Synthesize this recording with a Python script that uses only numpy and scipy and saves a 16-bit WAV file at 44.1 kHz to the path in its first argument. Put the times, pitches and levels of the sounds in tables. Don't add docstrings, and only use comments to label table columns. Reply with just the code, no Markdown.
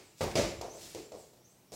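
import sys
import numpy as np
from scipy import signal
from scipy.fft import rfft, irfft, next_fast_len
from scipy.io import wavfile
from scipy.ndimage import map_coordinates

SR = 44100
rng = np.random.default_rng(int(sys.argv[2]) if len(sys.argv) > 2 else 0)


def wav_out(sig):
    wavfile.write(sys.argv[1], SR, np.round(np.clip(np.atleast_2d(sig).T, -1, 1) * 32767).astype(np.int16))


N = 77175
TIME = np.arange(N) / SR


def amp(db):
    return 10 ** (np.asarray(db) / 20)


def unit_rms(x):
    return x / np.sqrt(np.mean(x ** 2) + 1e-20)


def along(points, hz):
    freqs, values = np.transpose(points)
    return np.interp(np.log(hz + 1), np.log(freqs + 1), values)


def wobble(knots_per_s):
    return map_coordinates(rng.standard_normal(N), [TIME * knots_per_s])


def coloured(x, gain):
    size = 2 * next_fast_len(len(x))
    magnitude = np.maximum(gain(np.fft.rfftfreq(size, 1 / SR)), 1e-6)
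    cepstrum = irfft(np.log(magnitude))
    cepstrum[1:size // 2] *= 2
    cepstrum[size // 2 + 1:] = 0
    return irfft(rfft(x, size) * np.exp(rfft(cepstrum)))[:len(x)]


def tilt(hz, db_per_octave):
    return db_per_octave * np.log2(np.maximum(hz, 500) / 4000)


# frequency in Hz, relative level in dB.
AIR_SPECTRUM = [(25, -8.5), (60, -5), (120, 3.5), (220, 2.5), (480, -3.5), (900, -8), (1600, -15),
                (3000, -14.5), (6000, -15.5), (10000, -18.5), (15500, -17.5)]
def room_tone(air_db=-64.5, hum_hz=124, hum_db=-75.5):
    air = unit_rms(coloured(rng.standard_normal(N), lambda f: amp(along(AIR_SPECTRUM, f))))
    hum = unit_rms(np.sin(2 * np.pi * hum_hz * TIME))
    return amp(air_db + 0.27 * wobble(8.8)) * air + amp(hum_db) * hum


# frequency in Hz, time to fall 60 dB in seconds.
REVERB_TIMES = [(60, 0.6), (120, 0.78), (250, 0.52), (350, 0.69), (480, 0.47), (700, 0.48), (1300, 0.6),
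                (3000, 0.56), (6000, 0.49), (14000, 0.56)]
def diffuse_tail(build_s=0.015):
    hz, t, spectrum = signal.stft(rng.standard_normal(N), SR, nperseg=512)
    decay = amp(-60 * t / along(REVERB_TIMES, hz)[:, None])
    tail = signal.istft(spectrum * decay, SR, nperseg=512)[1][:N]
    tail *= 1 - np.exp(-TIME / build_s)
    return tail / np.linalg.norm(tail)


def in_room(x, wet_db):
    reverberation = amp(wet_db) * signal.fftconvolve(x, diffuse_tail())[:N]
    return (x + reverberation) / np.hypot(1, amp(wet_db))


# start in seconds, length in seconds, first pitch in Hz,
# last pitch in Hz, level in dB.
BIRD_NOTES = [(.0, 0.12, 9100, 6800, -67.5), (.47, 0.058, 7300, 7140, -56), (0.636, 0.046, 5200, 5800, -68),
              (.697, 0.032, 5890, 6440, -50.5), (0.725, 0.063, 6520, 8640, -57.5),
              (1.021, 0.055, 7290, 7300, -61.5), (1.15, 0.098, 8770, 6560, -62.5),
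              (1.39, 0.052, 5480, 5900, -71), (1.441, 0.03, 5920, 6480, -60.5),
              (1.47, .07, 6900, 8700, -68), (1.678, 0.044, 5500, 5750, -71)]
def bird(waver_hz=237, wavers_per_s=1100):
    whistles = np.zeros(N)
    for start, length, first_hz, last_hz, db in BIRD_NOTES:
        progress = np.clip((TIME - start) / length, 0, 1)
        hz = first_hz + (last_hz - first_hz) * progress + waver_hz * wobble(wavers_per_s)
        envelope = np.sqrt(2 * np.abs(np.sin(np.pi * progress)))
        whistles += amp(db) * envelope * np.sin(2 * np.pi * np.cumsum(hz) / SR)
    return in_room(whistles, wet_db=0)


# frequency in Hz, relative level in dB.
FRICTION_SPECTRUM = [(50, -26), (200, 1.5), (500, -8), (1300, -7.5), (2200, -0.5), (3200, 0), (5000, 4.5),
                     (7500, 3.5), (10000, -3), (15500, -8.5)]
# time of the peak, rise and fall in seconds, level in dB,
# brightness in dB per octave.
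SCUFF_SWELLS = [(.203, 0.027, .018, -53, 0), (0.234, 0.023, .015, -44, 3), (0.313, 0.009, 0.011, -39, -6.5),
                (0.836, 0.057, 0.065, -49, -0.5), (.935, 0.06, 0.028, -53, -1),
                (1.2, 0.035, 0.074, -62, 1.5), (.76, 0.069, 0.087, -59.5, 2)]
def scuffs(roughness_db=1.5):
    swells = np.zeros(N)
    for peak, rise, fall, db, brightness in SCUFF_SWELLS:
        grain = rng.standard_normal(N) * amp(roughness_db * wobble(400))
        rub = coloured(grain, lambda f: amp(along(FRICTION_SPECTRUM, f) + tilt(f, brightness)))
        envelope = np.exp(-((TIME - peak) / np.where(TIME < peak, rise, fall)) ** 2)
        swells += amp(db) * unit_rms(rub) * envelope
    return in_room(swells, wet_db=-1.5)


# delay in seconds, level in dB relative to the direct sound.
WALL_REFLECTIONS = [(.0085, 0), (.0215, -13), (.033, -2.5), (.042, -2.5)]
# frequency in Hz, relative level in dB, time to fall 60 dB in seconds.
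STANDING_WAVES = [(97.8, -22, 0.41), (340.6, -15.5, 0.88), (440, -13, 0.68), (559, -15, 0.55),
                  (614, -18, 0.28)]
def room_response(direct_db=-17, modes_db=-16):
    response = diffuse_tail()
    response[0] += amp(direct_db)
    for delay, db in WALL_REFLECTIONS:
        arrival_s = abs(delay + rng.normal(0, 0.0006))
        response[round(arrival_s * SR)] += amp(direct_db + db)
    for hz, db, t60 in STANDING_WAVES:
        mode = np.sin(2 * np.pi * (hz * TIME + rng.random())) * np.exp(-np.log(1000) * TIME / t60)
        response += amp(modes_db + db) * mode / np.linalg.norm(mode)
    return response


# frequency in Hz, relative level in dB.
BOOM_SPECTRUM = [(25, -20), (42, -2.5), (58, -1.5), (82, -1.5), (98, 0.5), (130, -3), (200, -2.5),
                 (245, -8), (330, -0.5), (600, -4.5), (2000, -86)]
def knock_and_boom(knock_db, knock_hz, width_hz, boom_db, punch_db):
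    def gain(f):
        band = 1 / np.hypot(1, ((f * f - knock_hz ** 2) / (f * width_hz + 1)) ** 2)
        skirt = amp(-14) * np.minimum(f / knock_hz, 1) / (1 + (f / 1050) ** 8)
        knock = amp(knock_db) * np.hypot(band, skirt)
        return np.hypot(knock, amp(boom_db + along(BOOM_SPECTRUM, f)))

    cluster = rng.standard_normal(N) * np.exp(-(TIME / 0.067) ** 2)
    cluster *= amp(-1) / np.linalg.norm(cluster)
    punch = amp(punch_db) * (TIME == 0)
    return coloured(punch + cluster + room_response(), gain)


# frequency in Hz, relative level in dB.
SLAP_SPECTRUM = [(100, -20), (600, -4), (1100, -8), (1500, -9.5), (2300, -2.5), (3200, -6), (5000, -1),
                 (7200, -4), (9500, -13), (15500, -23)]
def skin_slap(slap_db, brightness, crack_db, contact_s, rise_s=0.002):
    crack = rng.standard_normal(N) * np.exp(-2 * TIME / contact_s) * (1 - np.exp(-TIME / rise_s))
    crack *= amp(crack_db) / np.linalg.norm(crack)
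    excitation = crack + room_response()
    return coloured(excitation, lambda f: amp(slap_db + along(SLAP_SPECTRUM, f) + tilt(f, brightness)))


# start in seconds, knock level in dB, knock pitch and bandwidth in Hz,
# boom, direct punch and slap levels in dB, slap brightness in dB per octave, crack level in dB,
# contact time in seconds. All levels are relative.
IMPACTS = [(0.2085, -22.5, 520, 494, -20, -10.5, -35.5, -4, -3, 0.018),
           (.3550, -12.5, 570, 163, -14, -13.5, -25.5, -2.2, -8, 0.0067),
           (.6120, -27.5, 543, 370, -37, -7.5, -45.5, 0.5, 0, 0.0083),
           (.7400, -37, 517, 297, -44, -21, -61, -6, -12, .01),
           (0.834, -54, 450, 404, -44.5, -9, -64, 3, -8, .01),
           (0.9484, -30, 410, 266, -39, -8, -45, 0.5, -4, 0.0028),
           (1.1196, -31.5, 516, 248, -41.5, -10, -53.5, 1, -4, 0.0069),
           (1.334, -55, 563, 407, -56, -5, -66, 2.5, -4.5, 0.0074),
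           (1.7204, -34, 460, 262, -36, -14.5, -42.5, 3.5, -21.5, 0.0038)]
FADING_IMPACT = (-.15, -31.5, 424, 354, -36, -8, -39, -2, -8, 0.4)
def ball(gain_db=35):
    blows = np.zeros(N)
    for start_s, *settings in [FADING_IMPACT] + IMPACTS:
        blow = knock_and_boom(*settings[:5]) + skin_slap(*settings[5:])
        start = round(start_s * SR)
        heard = blow[max(-start, 0):N - max(start, 0)]
        blows[max(start, 0):][:len(heard)] += heard
    return amp(gain_db) * blows


def scene():
    return np.tile(ball() + scuffs() + bird() + room_tone(), (2, 1))


def record(dry, low_cut_hz=35, top_hz=15850):
    low_cut = signal.butter(4, low_cut_hz, 'highpass', fs=SR, output='sos')
    size = next_fast_len(N + SR // 2)
    spectrum = rfft(signal.sosfilt(low_cut, dry), size)
    passband = np.fft.rfftfreq(size, 1 / SR) < top_hz
    return irfft(spectrum * passband, size)[:, :N]


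dry = scene()
out = record(dry)
wav_out(out)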